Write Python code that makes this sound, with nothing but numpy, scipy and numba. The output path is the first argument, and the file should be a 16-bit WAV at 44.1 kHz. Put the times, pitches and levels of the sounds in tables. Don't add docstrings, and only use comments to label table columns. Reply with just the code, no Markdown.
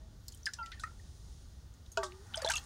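import sys
import numpy as np
from scipy import signal
from scipy.fft import rfft, irfft
from scipy.io import wavfile
from scipy.ndimage import uniform_filter1d
from numba import njit

SR = 44100
rng = np.random.default_rng(int(sys.argv[2]) if len(sys.argv) > 2 else 0)


def wav_out(sig):
    wavfile.write(sys.argv[1], SR, np.round(np.clip(np.atleast_2d(sig).T, -1, 1) * 32767).astype(np.int16))


def how_loud(loudness_db):
    steps = np.asarray(loudness_db, float) / 20
    return 10 ** steps


N = 116865


def level(x, db):
    return x * how_loud(db) / np.sqrt(np.mean(x ** 2))


def curve(rows, axis):
    rows = np.array(rows, float)
    return np.interp(np.arange(N) / SR, rows[:, 0], rows[:, axis])


def coloured(points):
    hz, db = np.array(points, float).T
    f = np.maximum(np.arange(N // 2 + 1) * SR / N, 1)
    gain = how_loud(np.interp(np.log(f), np.log(hz), db))
    in_band = (f >= hz[0]) * (f <= hz[-1])
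    return irfft(rfft(rng.standard_normal(N)) * gain * in_band, N)


def walk(rate):
    hold = int(SR / rate)
    steps = np.repeat(rng.standard_normal(N // hold + 1), hold)
    return 0.82 * uniform_filter1d(uniform_filter1d(steps, hold), hold)[:N]


def wind():
    # (frequency [Hz], density [dB])
    wind_bands = [(20, -12.5), (64, 0.5), (150, -16), (400, -29), (730, -35), (1200, -42)]
    gusts = how_loud(2.4 * walk(2.2) + 1.0 * walk(14.42))
    return level(coloured(wind_bands), -52) * gusts


def leaves():
    # (frequency [Hz], density [dB])
    leaf_bands = [(1200, -6), (2400, -11), (3500, -2), (6800, 0), (7600, -8), (9800, -4), (10800, -18),
                  (15800, -25)]
    # (time [s], level [dB])
    breeze = [(0, -8), (.9, -2.5), (1.3, 0), (1.7, -8.5), (2.65, 4.5)]
    hiss = level(coloured(leaf_bands), -65) * how_loud(walk(12))
    top = signal.sosfiltfilt(signal.butter(1, 3500, "high", fs=SR, output="sos"), hiss)
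    return hiss + (how_loud(curve(breeze, axis=1)) - 1) * top


def grass():
    # (frequency [Hz], density [dB])
    grass_bands = [(7500, -10), (11000, 13.5), (15800, 18)]
    # (time [s], level [dB])
    grass_level = [(0, -88), (.35, -76), (.55, -84), (2.65, -80)]
    return level(coloured(grass_bands), 0) * how_loud(curve(grass_level, axis=1) + walk(9))


@njit
def ring(rows, rise, share, choke, wobble, sr):
    n = len(wobble)
    out = np.zeros(n)
    for s, size, hz, t60, glide in rows:
        start, phase, tau = s * sr, 0., share * t60
        for i in range(int(start) + 1, min(n, int(start + t60 * sr))):
            t = (i - start) / sr
            shake = wobble[int(start + t * hz * 4) % n]
            octaves = glide * tau * (1 - np.exp(-t / tau))
            pitch = min(hz * 2 ** octaves, sr / 2.3)
            phase += shake ** .06 * 2 * np.pi * pitch / sr
            swell = (1 - np.exp(-t * hz / rise)) ** 2
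            decay = 1000 ** -(t / t60) ** choke
            out[i] += size * shake * swell * decay * np.sin(phase)
    return out


def bubbles(rows, rise_cycles=0.83, wobble_db=5.5):
    glide_share = 0.327
    choke = 1.147
    rows = np.array(rows, float)
    rows[:, 1] = how_loud(rows[:, 1])
    rows[:, 3] = np.maximum(rows[:, 3], .002)
    roughness = how_loud(wobble_db * walk(2000))
    return ring(rows, rise_cycles, glide_share, choke, roughness, 1. * SR)


def earlier_drip():
    # (time [s], peak level [dB], pitch [Hz], ring t60 [s], glide [octaves/s])
    drip = [
        (0.0033, -64.5, 637, 0.47, 0.017),
    ]
    return bubbles(drip)


def dip_bubbles():
    # (time [s], peak level [dB], pitch [Hz], ring t60 [s], glide [octaves/s])
    dip_rows = [(0.2825, -44, 4350, 0.022, -7), (0.285, -48.5, 5050, 0.031, -8),
                (0.283, -46, 6850, 0.011, 4), (0.32, -50, 6700, 0.027, 9), (0.34, -53.5, 3180, 0.035, -9),
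                (0.373, -58, 6730, .015, 3), (0.432, -47, 5740, 0.011, 1),
                (0.457, -26.5, 5120, 0.026, -0.5), (0.462, -28, 4920, 0.012, 14),
                (0.4672, -21.5, 1810, 0.014, -20), (0.471, -35.5, 1606, 0.063, -7),
                (0.473, -43, 1950, 0.045, 1), (0.487, -35.5, 1492, 0.028, -8),
                (0.534, -53.5, 1725, 0.09, 1), (0.488, -47, 4170, 0.017, 3), (0.587, -56, 2730, 0.14, -1),
                (0.588, -59, 3170, 0.12, -1.5), (0.586, -45, 966, 0.16, -6), (0.59, -61.5, 606, 0.14, -1),
                (0.629, -49, 4750, 0.038, -4), (0.633, -55.5, 1990, 0.17, -2),
                (0.716, -42, 1410, 0.042, 25), (0.718, -48, 4010, .04, -11), (0.721, -50, 1920, 0.077, 1),
                (0.796, -48.5, 3870, 0.032, 5), (0.852, -52, 1850, 0.076, 10), (0.735, -48, 1810, 0.072, 2),
                (0.773, -52.5, 1770, 0.068, 3), (0.797, -48.5, 1494, 0.088, -0.5),
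                (0.836, -31, 1245, 0.057, 6.5), (0.838, -29.5, 1850, 0.021, -6),
                (0.836, -46.5, 2500, 0.042, -2), (0.86, -47.5, 1277, 0.16, 2.5),
                (0.996, -58, 1850, 0.033, -11), (1.918, -51, 6580, 0.07, -3)]
    return bubbles(dip_rows)


def splats(count=30):
    # (time [s], peak level [dB], size [octaves over 1 kHz], tail t60 [s])
    dip_drops = [(0.2817, -39.5, 2.63, .04), (0.322, -46.5, 2.78, 0.06), (0.347, -44.5, 3.6, 0.027),
                 (.457, -32, 2.71, 0.058), (0.466, -37, 1.73, 0.046), (.535, -31, 2.52, 0.05),
                 (0.66, -41, 2.06, 0.05), (0.717, -42.5, 1.76, 0.16), (0.796, -44, 2.58, 0.18),
                 (0.835, -41, 2.69, 0.054), (1.739, -54.5, 2.64, .04), (1.859, -52, 2.03, 0.05),
                 (1.918, -43.5, 3.18, 0.052), (1.973, -31, 2.27, 0.052), (2.03, -38.5, 1.57, 0.04),
                 (2.033, -33, 2.6, 0.14), (2.12, -49, 1.6, 0.023), (2.267, -54, 3, .02),
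                 (0.2826, -37, 3.9, .015), (0.373, -52.5, 2.87, 0.031)]
    # (time [s], peak level [dB], size [octaves over 1 kHz])
    lift_drops = [(2.337, -43.5, 1.75), (2.354, -45, 2.92), (2.371, -34.5, 2.54), (2.418, -34, 2.71),
                  (2.447, -30.5, 2.33), (2.462, -34.5, 2.57), (2.488, -28, 2.3), (2.500, -25, 3),
                  (2.505, -28, 1.58), (2.516, -28.5, 2.6), (2.536, -28, 2.53), (2.554, -31.5, 3.06),
                  (2.567, -31, 2.7), (2.577, -32.5, 2.5), (2.591, -44, 4.5), (2.639, -49, 2.9)]
    lift_t60_s = .05
    spray_oct, spray_cycles, spray_db = 0.362, 14.5, -2
    mist_db, crack_db, crack_s = -3, -11, 0.00092
    out, spray, t = np.zeros(N), [], np.arange(SR // 5) / SR
    for s, db, octs, t60 in dip_drops + [(*row, lift_t60_s) for row in lift_drops]:
        hz, t60 = 1000 * 2 ** octs, max(t60, .004)
        chance, spread = rng.random((count, 2)), rng.standard_normal((count, 2))
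        pitch = np.clip(hz * 2 ** (spray_oct * spread[:, 0]), 1200, 14500)
        late = t60 * .5 * chance[:, 0] ** 1.5
        spray_level = db + spray_db + 3 * spread[:, 1] - 60 * late / t60
        spray_t60 = spray_cycles * (1 + chance[:, 1]) / pitch
        spray += list(np.c_[s + late, spray_level, pitch, spray_t60, 0 * pitch])

        noise = rng.standard_normal(len(t))
        mist = noise * how_loud(mist_db - 60 * t / t60) * (1 - np.exp(-t / 0.0013))
        edges = np.clip([hz * 0.59, hz * 1.48], 300, 16000)
        mist = signal.sosfilt(signal.butter(3, edges, "band", fs=SR, output="sos"), mist)
        crack = noise * how_loud(crack_db) * np.exp(-t / crack_s)
        crack = signal.sosfilt(signal.butter(2, edges[0], "high", fs=SR, output="sos"), crack)
        i = int(s * SR)
        out[i:i + len(t)] += how_loud(db) * (mist + crack)[:N - i]
    return out + bubbles(spray)


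def running_water(flow, count):
    centre_hz, spread_oct, ring_cycles, spread_db = 1902, 0.97, 12.5, 2.5
    fizz_tilt = 0.025
    chance, spread = rng.random(count), rng.standard_normal(count)
    excess = rng.exponential(size=count)
    s = flow[0][0] + chance * (flow[-1][0] - flow[0][0])
    db = np.interp(s, *np.array(flow).T)
    hz = np.clip(centre_hz * 2 ** (fizz_tilt * (db - db.mean()) + spread_oct * spread), 750, 14000)
    peak_db = db + spread_db * np.minimum(excess, 2)
    return bubbles(np.c_[s, peak_db, hz, ring_cycles / hz, 0 * s + 10])


def trickle():
    # (time [s], level [dB])
    inflow = [
        (.46, -61),
        (.92, -62),
    ]
    return running_water(inflow, count=250)


def pocket(rows):
    t = np.arange(N) / SR
    pitch = curve(rows, axis=1) * (1 + 0.0055 * walk(59.66))
    tone = np.sin(2 * np.pi * np.cumsum(pitch) / SR)
    sounding = uniform_filter1d(1. 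* (t > rows[0][0]) * (t < rows[-1][0]), size=150)
    return np.sqrt(2) * how_loud(curve(rows, axis=2) + 3.5 * walk(70)) * tone * sounding


def neck_pocket():
    # (time [s], pitch [Hz], level [dB])
    neck = [(.584, 1446, -70), (.589, 1414, -42.5), (.615, 1359, -42), (.715, 1342, -63)]
    return pocket(neck)


def slosh():
    # (frequency [Hz], width [Hz], level [dB])
    slosh_modes = [(850, 130, -11.5), (1150, 170, -12.5), (1439, 81, -13), (1850, 160, -14.5)]
    # (time [s], level [dB])
    slosh_level = [(1.96, -69.5), (2.0, -55.5), (2.18, -61), (2.3, -58), (2.65, -55)]
    murmur = np.zeros(N)
    for hz, width, db in slosh_modes:
        mode = signal.lfilter(*signal.iirpeak(hz, hz / width, fs=SR), rng.standard_normal(N))
        murmur += level(mode, db) * how_loud(2.2 * walk(24.87))
    return murmur * how_loud(curve(slosh_level, axis=1))


def belly_pocket():
    # (time [s], pitch [Hz], level [dB])
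    belly = [(1.972, 423.7, -46), (1.98, 413.6, -42.5), (2.03, 382, -50), (2.1, 355.5, -53.5),
             (2.165, 385, -57.5), (2.18, 376, -62), (2.26, 443, -66.5)]
    return pocket(belly)


def gulps():
    # (time [s], level [dB])
    knocks = [
        (1.9723, -27.5),
        (2.028, -34.5),
    ]
    # (frequency [Hz], level [dB], t60 [s], glide [octaves/s])
    knock_modes = [
        [(657, 2, 0.095, 0.5), (980, -7, 0.13, -6), (1120, -19, 0.43, 1), (1410, 4.5, 0.042, 6.5),
         (1594, -18, .15, -1), (2564, -10, 0.049, -1.5), (2956, -6, 0.021, -6)],
        [(616, -3.5, 0.13, -0.78), (818, -17, 0.23, 0.047), (985, -2, 0.069, 0), (1156, -3, 0.13, -1.74),
         (1304, -1, 0.075, -1.4), (1563, -8.5, 0.13, 0.092), (1850, -2.5, 0.04, 0)],
    ]
    rows = []
    for (s, db), modes in zip(knocks, knock_modes):
        rows += [(s, db + mode_db, hz, t60, glide) for hz, mode_db, t60, glide in modes]
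    return bubbles(rows, rise_cycles=1.46, wobble_db=1.6)


def streaming():
    # (time [s], level [dB])
    outflow = [(2.31, -69), (2.36, -50), (2.44, -47.5), (2.5, -43.5), (2.58, -52), (2.6, -72)]
    return running_water(outflow, count=600)


def lift_bubbles():
    # (time [s], peak level [dB], pitch [Hz], ring t60 [s], glide [octaves/s])
    lift_rows = [(2.343, -32.5, 3010, 0.035, 3), (2.346, -38, 3270, 0.028, 1),
                 (2.343, -37, 1380, 0.021, 21), (2.352, -49.5, 830, 0.085, 6),
                 (2.357, -38.5, 8440, 0.023, 10), (2.372, -32.5, 638, 0.072, 1.2),
                 (2.377, -35, 4930, 0.017, -9), (2.399, -41.5, 1453, 0.038, -5),
                 (2.419, -34, 4730, 0.022, -12), (2.422, -33.5, 578, 0.076, -9),
                 (2.446, -18, 524, 0.017, 24), (2.447, -35, 907, 0.059, -15.5),
                 (2.446, -30, 3970, 0.021, -2), (2.464, -38.5, 1630, 0.048, 0),
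                 (2.475, -25, 3430, 0.025, -1), (2.489, -37, 1850, 0.024, 22),
                 (2.498, -26.5, 1553, 0.034, -5.5), (2.537, -28.5, 2820, 0.048, -8.5),
                 (2.5394, -34, 1222, 0.047, 3.5), (2.561, -27.5, 2655, 0.042, 10.5),
                 (2.573, -40.5, 3220, 0.054, -1), (2.371, -40, 6240, .015, -4),
                 (2.358, -45, 5850, 0.023, 2), (2.397, -53, 3680, 0.034, 5), (2.419, -39, 1746, .04, 0),
                 (2.453, -33, 3720, 0.017, 3), (2.461, -31.5, 1550, 0.017, 10),
                 (2.462, -42, 5800, 0.013, -4), (2.502, -30.5, 1486, 0.024, 17),
                 (2.505, -30, 2260, 0.0092, -2), (2.511, -32, 1433, 0.023, -21),
                 (2.516, -40, 2940, 0.018, -1), (2.52, -61, 1370, 0.016, 0), (2.52, -30, 5540, 0.017, 8),
                 (2.523, -32, 6400, 0.018, -5), (2.556, -33, 6750, 0.019, -12),
                 (2.557, -31.5, 3570, 0.028, -19), (2.569, -29.5, 6340, 0.025, 11.5),
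                 (2.581, -37, 4250, 0.019, 0), (2.581, -48.5, 1820, 0.052, -1)]
    return bubbles(lift_rows)


def gurgle():
    # (time [s], pitch [Hz], level [dB])
    mouth = [(2.462, 622.6, -36), (2.47, 660, -38), (2.49, 664, -43.5), (2.496, 785, -44),
             (2.517, 1007, -43.5)]
    return pocket(mouth)


def rock_echo(water):
    t = np.arange(SR // 5) / SR
    t60_s, tail_db = 0.16, -12.5
    tail = rng.standard_normal(len(t)) * how_loud(-60 * t / t60_s) * (t > .002)
    tail = level(tail, 0) / np.sqrt(len(t))
    return how_loud(tail_db) * signal.fftconvolve(water, tail)[:N]


def scene():
    air = wind() + leaves() + grass()
    water = earlier_drip() + dip_bubbles() + splats() + trickle() + neck_pocket()
    water += slosh() + belly_pocket() + gulps()
    water += streaming() + lift_bubbles() + gurgle()
    water = signal.sosfilt(signal.butter(2, 12300, fs=SR, output="sos"), water)
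    return (water + rock_echo(water) + air)[None]


def roll_off(x):
    return signal.sosfilt(signal.butter(12, 16630, fs=SR, output="sos"), x)


def record(dry):
    mix = signal.sosfilt(signal.ellip(8, .2, 60, 15900, fs=SR, output="sos"), dry)
    return roll_off(mix)


dry = scene()
out = record(dry)
wav_out(out)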